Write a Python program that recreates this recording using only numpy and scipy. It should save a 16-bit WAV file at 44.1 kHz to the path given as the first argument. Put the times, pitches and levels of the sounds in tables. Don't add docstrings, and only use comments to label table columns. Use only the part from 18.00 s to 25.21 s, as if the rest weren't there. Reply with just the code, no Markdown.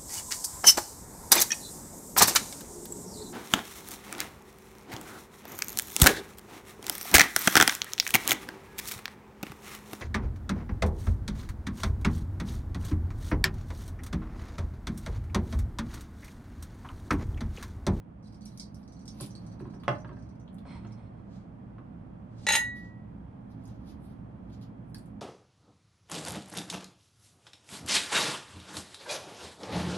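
import sys
import numpy as np
from scipy import signal
from scipy.fft import rfft, irfft
from scipy.io import wavfile
from scipy.ndimage import uniform_filter1d

SR = 44100
rng = np.random.default_rng(int(sys.argv[2]) if len(sys.argv) > 2 else 0)


def ratio_of_db(decibels):
    return 10 ** (np.asarray(decibels, float) / 20)


def store_pcm(level_fs):
    pcm = np.round(np.clip(level_fs, -1, 1) * 32767).astype(np.int16)
    wavfile.write(sys.argv[1], SR, np.atleast_2d(pcm).T)


N = 317961
TIME = np.arange(N) / SR
HZ = np.maximum(np.fft.rfftfreq(N, 1 / SR), 1)
LEFT_RIGHT = np.array([[.5], [-.5]])


def ice():
    # start in seconds, level in dB, pitch the spot favours in Hz.
    clear_taps = [(0.241, -69, 5400), (0.2567, -64.5, 3950), (0.4572, -48.5, 5760), (0.5969, -37.5, 5200),
                  (0.631, -53, 4220), (0.7444, -58, 5440), (0.83, -65, 4800), (0.8777, -62, 4600),
                  (0.9224, -58, 6350), (1.055, -54, 5300), (1.0785, -42, 5330), (1.307, -55.5, 6010),
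                  (1.352, -49.5, 4600), (1.4654, -57, 6700), (1.7, -69, 5000), (1.7419, -63, 5570),
                  (1.9487, -62, 4470), (2.0016, -62, 6000), (2.0767, -68, 4500), (2.1293, -73, 3950),
                  (2.1994, -81, 6060), (2.261, -75, 3900), (2.3414, -111, 5900), (2.9222, -60, 5250)]
    # pitch in Hz, level in dB, time to fade by 60 dB in seconds.
    tumbler = [(2240, -14, .08), (3950, -9, .12), (4470, -3, .14), (4950, -9, .08), (5390, -5, .08),
               (5990, -2, .13), (8100, -5, .04), (8760, -6, .05), (10500, -7, .04), (12700, -18, .04)]
    slosh_start_s, slosh_end_s, slosh_taps = .22, 2.4, 60
    slosh_db, slosh_fade_db_s, slosh_scatter_db = -68.5, -2.5, 11

    def spot(hz):
        near_pitch_db = -np.minimum(50 * np.abs(np.log2(hz / spot_hz)), 18)
        return np.where(hz > 7000, -12, near_pitch_db)

    out, t = np.zeros(N), TIME[:SR // 10]
    when, size, where = rng.random((slosh_taps, 3)).T
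    when = when * (slosh_end_s - slosh_start_s)
    faint_db = slosh_db + slosh_fade_db_s * when + slosh_scatter_db * size ** 2
    faint_taps = list(zip(slosh_start_s + when, faint_db, 3800 * 1.65 ** where))
    for s, db, spot_hz in clear_taps + faint_taps:
        uneven_db = 1.47 * np.minimum(rng.exponential(size=len(t)), 6.5) - 47.5
        rattle = rng.standard_normal(len(t)) * ratio_of_db(uneven_db) * np.exp(-t / 0.013)
        rattle[0] = 1
        wall = sum(ring(tumbler, spot, 3., .014) for _ in range(3)) / 2
        add(out, s, ratio_of_db(db) * signal.fftconvolve(wall, rattle))
        add(out, s, crack(db + 3, 0.0041, 5000, 2600) + crack(db - 16, 0.0076, 12000, 4000))
    return out


def knocks():
    # start in seconds, level in dB, thud relative to the knock in dB,
    # contact in milliseconds (below 0.02 counts as 0.02), pitch the spot favours in Hz.
    blows = [(1.204, -38.5, 5.5, 0.19, 1030), (1.601, -41.5, 9, 0.17, 1000),
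             (1.653, -43.5, 7.5, 0.17, 1000), (1.738, -46, 2.5, 0.17, 1000),
             (1.835, -38.5, -22, 0.17, 1100), (1.88, -14, -10, 0.054, 940), (2.047, -27.5, -19, 0.37, 1220),
             (2.092, -31.5, -8.5, 0.45, 1160), (2.114, -38.5, -7.5, 0.37, 1090),
             (2.169, -44.5, -6, 0.33, 1750), (2.653, -46, -4, 0.07, 990), (2.849, -42.5, -4.5, 0.1, 1020),
             (3.783, -42.5, -9, 0.15, 1010), (6.947, -46.5, -8, 0.017, 1740)]
    # pitch in Hz, level in dB, time to fade by 60 dB in seconds.
    counter = [(571, 2.5, 0.11), (620, -16.5, 0.45), (684, 2, 0.046), (833, -5, 0.16), (976, -7.5, 0.14),
               (1046, 1, 0.047), (1274, 10.5, 0.015), (1279, 4, 0.039), (1430, -8.5, 0.034),
               (1515, -3, 0.08), (1700, 8, 0.018), (2380, -31, .05), (2670, -39, 0.035), (2940, -38, 0.03),
               (5470, -5.5, 0.038), (9070, -19, 0.06)]
    # pitch in Hz, level in dB, time to fade by 60 dB in seconds.
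    cabinet = [(132, 9.5, 0.13), (183, -29.5, 0.095), (298, -3, 0.29), (382, 5, 0.055)]
    out = np.zeros(N)
    for s, db, thud_db, contact_ms, spot_hz in blows:
        blow = ring(counter, lambda hz: -np.minimum(14 * np.abs(np.log2(hz / spot_hz)), 11), 4.5, 0.019)
        add(blow, 0, crack(-1.3, 0.0042, 2580, 1940)[:len(blow)])
        keep = np.exp(-1000 / (max(contact_ms, .02) * SR))
        add(out, s, ratio_of_db(db) * signal.lfilter([1 - keep], [1, -keep], blow))
        add(out, s + 0.00758, ratio_of_db(db + thud_db) * ring(cabinet, np.zeros_like, 1.94))
    return out


def slide():
    # peak time in seconds, level in dB, tenfold swell in seconds, tenfold fade in seconds.
    nudges = [(2.67, -61, 0.022, .08), (2.735, -57.5, 0.11, .12), (2.856, -63, 0.019, 0.11),
              (2.93, -68.5, 0.046, 0.35)]
    # centre in Hz, width in Hz, relative level in dB.
    rubbed = [(998, 380, 6), (2267, 640, 2.5), (3032, 1500, -1), (4180, 167, -4), (5205, 530, -8),
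              (8540, 710, -10), (12500, 460, -33)]
    rub = slips()
    stirred = sum(ratio_of_db(db) * unit(band(rub, hz, width)) for hz, width, db in rubbed)
    return sum(stroke(*row) for row in nudges) * unit(stirred)


def jars():
    # start in seconds, level in dB, brightness in dB per octave.
    touches = [(4.4672, -17, -1.5), (4.4877, -12, 0.5), (4.5044, -16, -1.5), (4.5214, -14.5, 5.5),
               (4.5334, -14.5, 0.5), (4.5434, -17.5, 1.5), (4.5524, -11, 1), (4.5574, -17, 8.5),
               (4.5654, -18.5, -1.5)]
    # pitch in Hz, level in dB, time to fade by 60 dB in seconds.
    glass_tones = [(1826, -5, .4), (1922, -7, .25), (1932, -1, .58), (3802, -9, .42), (4040, -3, .38),
                   (6645, -4, .24), (420, -20, .05), (570, -17, .05), (828, -5, .05), (872, -3.5, .06),
                   (1448, -20, .35), (2234, -12, .06), (2347, -12, .06), (2650, -7, .03), (2735, -6, .05),
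                   (2790, -5, .05), (2900, -6, .035), (3000, -9, .03), (3467, -15, .12), (4012, -10, .12),
                   (5035, -9, .08), (5378, -20, .15), (6535, -13, .06), (7095, -22, .1), (7940, -22, .1),
                   (8393, -17, .2), (9405, -24, .15), (9803, -16, .11), (10020, -20, .1), (10655, -16, .19),
                   (11600, -18, .14), (12000, -18, .06), (12720, -19, .15), (13600, -18, .1),
                   (14220, -21, .14)]
    touch_damp_db = -5
    out = np.zeros(N)
    for s, db, tilt_db in touches:
        out[int(s * SR):] *= ratio_of_db(touch_damp_db)
        add(out, s, ratio_of_db(db) * ring(glass_tones, lambda hz: tilt_db * np.log2(hz / 3000), 2.5))
        add(out, s, crack(db - 2.0, .0025, 3200, 3500) + crack(db - 12.5, 0.003, 9500, 5000))
    return out


def ticks():
    # start in seconds, level in dB, share of the duller band in dB, pitch of that band in Hz.
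    snaps = [(0.4536, -42.5, -14, 5840), (0.5751, -41, 5.5, 5860), (0.7458, -54, -18, 5920),
             (1.055, -56, 8, 5140), (1.2006, -44.5, 15, 4520), (1.2096, -31, -7, 3740),
             (1.2616, -41.5, -20, 4990), (1.6053, -60, -8, 3500), (1.7499, -69, -19, 5960),
             (1.835, -55.5, 15.5, 3220), (2.478, -80.5, 31.5, 3340), (2.53, -66, -27, 3040),
             (2.5441, -57, -16, 4000), (2.584, -57, 10.5, 3540), (2.869, -76, 26, 5700),
             (4.3831, -67, 15, 5660), (4.4192, -66.5, 7.5, 4930), (5.6386, -60, -2, 4900),
             (5.654, -56, 12.5, 6000), (5.676, -55, -16, 4890), (6.499, -68, 17, 3270),
             (6.6128, -60, 11.5, 4300), (6.9451, -40, 6.5, 5100), (6.983, -47.5, -19, 3680),
             (7.0583, -57.5, -24, 3240), (7.1044, -81, -20, 3090)]
    tail_t60_s = 0.056
    out, t = np.zeros(N), TIME[:SR // 2]
    for s, db, body_db, body_hz in snaps:
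        envelope = 0.61 * np.exp(-t / 0.0013) + 0.31 * 1000. ** (-t / tail_t60_s)
        snap = rng.standard_normal(len(t)) * envelope
        add(out, s, ratio_of_db(db) * leafy(snap, body_db, body_hz, 1800))
    return out


def rustle():
    # peak time in seconds, level in dB, tenfold swell in seconds (above 0.2 counts as 0.2),
    # tenfold fade in seconds, share of the duller band in dB.
    strokes = [(.448, -69.5, 0.14, 0.32, 3.5), (.76, -75.5, 0.087, .25, 1), (1.233, -53, 0.11, 0.067, 4),
               (1.4, -77, .15, 1, 6.5), (3.38, -83, 0.9, 0.1, 15), (4.45, -72, 0.094, .03, 20.5),
               (4.79, -68, 0.068, 0.057, 4.5), (4.85, -75.5, .06, 0.064, 14), (5.52, -77, 0.074, 0.097, 4),
               (5.68, -77, 0.14, 0.19, 9.5), (5.912, -66, 0.11, 0.047, 4.5), (6.04, -68, 0.046, .05, -4),
               (6.11, -68, 0.081, .06, 3), (6.542, -74, 0.095, 0.052, 8.5), (6.625, -69, .04, .05, 6.5),
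               (6.9, -73.5, 0.05, 0.049, -14), (6.97, -61, 0.023, 0.11, 1)]
    rub = slips()
    return sum(stroke(*row) * leafy(rub, body_db, 4500, 4500) for *row, body_db in strokes)


def drone():
    # frequency in Hz, relative level in dB per Hz.
    air_colour = [(22, -24), (59, -5), (109, -10), (126, -3), (142, -12), (166, -4.5), (210, -7.5),
                  (338, -14), (366, -21), (663, -19.5), (1010, -25.5), (2500, -43.5), (3600, -53.5),
                  (4500, -57), (7000, -63.5), (10500, -63.5), (11800, -84.5), (15500, -91.5)]
    # frequency in Hz, likeness from -1 (opposite) to 1 (same).
    likeness = [(60, 0.94), (130, 1), (290, 0.74), (640, -0.31), (1410, -0.022), (3100, 0.14), (6820, 0.18),
                (15000, 0.53)]
    # centre in Hz, width in Hz, boost in dB.
    room_modes = [(66, 12, 3), (110.6, 9.7, 13.8), (191, 66, 4.4), (209, 3.3, 11), (263.5, 3.3, 13),
                  (3270, 73, 8.2)]
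    # time in seconds, level in dB.
    loudness = [(0, -47.5), (.8, -46.5), (1.3, -44.5), (1.9, -43), (2.4, -45.5), (2.85, -43.5), (3.5, -45),
                (4.4, -44.5), (4.8, -45), (5.9, -44), (7.21, -45)]
    left_minus_right_db = -3
    shape = ratio_of_db(colour(air_colour))
    for hz, width, db in room_modes:
        shape = shape * ratio_of_db(db / (1 + (2 * (HZ - hz) / width) ** 2))
    like = np.clip(colour(likeness), -.99, .99)
    mid, side = (rfft(rng.standard_normal(N)) * shape * np.sqrt(1 + sign * like) for sign in (1, -1))
    air = irfft(np.array([mid + side, mid - side]), N)
    level_db = np.interp(TIME, *np.transpose(loudness))
    return unit(air) * ratio_of_db(level_db + left_minus_right_db * LEFT_RIGHT)


def ring(modes, spot_db, scatter_db, detune=0.):
    hz, db, t60 = np.transpose(modes)[:, :, None]
    chance = rng.standard_normal((2, len(modes), 1))
    sign = (-1.) ** np.arange(len(modes))[:, None]
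    swing = sign * ratio_of_db(db + spot_db(hz) + scatter_db * chance[0])
    t = TIME[:int(SR * t60.max())]
    tones = np.sin(2 * np.pi * hz * (1 + detune * chance[1]) * t)
    body = np.sum(swing * tones * 1000. ** (-t / t60), axis=0)
    return body / np.abs(body).max()


def crack(db, decay_s, hz, width):
    t = TIME[:SR // 4]
    return ratio_of_db(db) * band(rng.standard_normal(len(t)) * np.exp(-t / decay_s), hz, width)


def leafy(x, body_db, body_hz, body_width):
    return band(x, 11500, 9000) + ratio_of_db(body_db) * band(x, body_hz, body_width)


def stroke(s, db, swell_s, fade_s):
    before = (s - TIME) / np.clip(swell_s, .005, .2)
    after = (TIME - s) / max(fade_s, .005)
    away = np.where(TIME < s, before, after)
    return ratio_of_db(db) * np.maximum(10 ** -away - .01, 0)


def slips():
    uneven_db = 2.0 * rng.exponential(size=N) + 5.5 * walk(40)
    return unit(rng.standard_normal(N) * ratio_of_db(uneven_db))


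def walk(rate):
    k = int(SR / rate)
    held = np.repeat(rng.standard_normal(N // k + 1), k)
    return uniform_filter1d(uniform_filter1d(held, k), k)[:N]


def band(x, hz, width):
    shape = signal.iirpeak(hz, hz / width, fs=SR)
    return signal.lfilter(*shape, signal.lfilter(*shape, x))


def colour(points):
    hz, value = np.transpose(points)
    return np.interp(np.log(HZ), np.log(hz), value)


def unit(x):
    return x / np.sqrt(np.mean(x ** 2))


def add(track, s, sound):
    i = int(s * SR)
    track[i:i + len(sound)] += sound[:N - i]


def kitchen(x, place_m, lag_ms, pan_db, wet_db):
    # frequency in Hz, gain in dB.
    mic_colour = [(25, -20.5), (90, 0), (2000, 4.5), (5500, 1), (7200, 2), (9500, 4.5), (13000, -7.5),
                  (15500, -12.5)]
    direct = np.exp(-2j * np.pi * HZ * LEFT_RIGHT * lag_ms / 1000)
    gain = ratio_of_db(colour(mic_colour) + pan_db * LEFT_RIGHT)
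    return irfft(rfft(x) * gain * (direct + ratio_of_db(wet_db) * echoes(place_m)), N)


def echoes(place_m, count=22):
    room_m, mics_m = (2.31, 3.47, 2.63), [(.83, 1.19, .97), (.83, 1.35, .97)]
    sound_m_s = 343
    n = np.mgrid[-count:count + 1, -count:count + 1, -count:count + 1].reshape(3, -1).T
    n = n[np.abs(n).sum(axis=1) > 0]
    image = (n + n % 2) * np.array(room_m) + (1 - 2 * (n % 2)) * np.array(place_m)
    scramble = np.array([[12.99, 78.23, 37.72], [39.35, 11.13, 83.16]])
    clutter = np.sin(4375.5 * np.sin(scramble @ n.T))
    turned = np.sign(clutter[1])
    out = []
    for mic in mics_m:
        s = np.sqrt(np.sum((image - mic) ** 2, axis=1)) / sound_m_s
        lag = ((s - s.min() + .004 + .003 * clutter[0]) * SR).astype(int)
        low, high = (rfft(np.bincount(lag, turned / s * 1000. ** (-s / t60)), N) for t60 in (.25, .16))
        share = 1 / (1 + (HZ / 2000) ** 2)
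        out.append(share * low + (1 - share) * high)
    return np.array(out) / np.sqrt(np.mean(np.abs(out) ** 2))


def scene():
    counter_m, jar_m, ice_and_leaves_m = (1.52, 1.79, 1.03), (1.19, 1.43, 1.01), (1.71, 1.37, 1.32)
    jar_sound = kitchen(jars() * ratio_of_db(-1), jar_m, -0.026, -.9, -5.0)
    counter_sound = kitchen((knocks() + slide()) * ratio_of_db(-3.0), counter_m, 0.033, -2.5, -0.45)
    ice_sound = kitchen(ice(), ice_and_leaves_m, -0.087, -3.8, 0.5)
    leaf_sound = kitchen(ticks() + rustle(), ice_and_leaves_m, -0.097, -1.5, -0.73)
    return drone() + jar_sound + counter_sound + ice_sound + leaf_sound


def band_limit(x):
    return signal.sosfilt(signal.butter(12, 15820, fs=SR, output="sos"), x)


def record(dry):
    fade = np.minimum(TIME[::-1] / .006, 1)
    return band_limit(dry * fade)


dry = scene()
out = record(dry)
store_pcm(out)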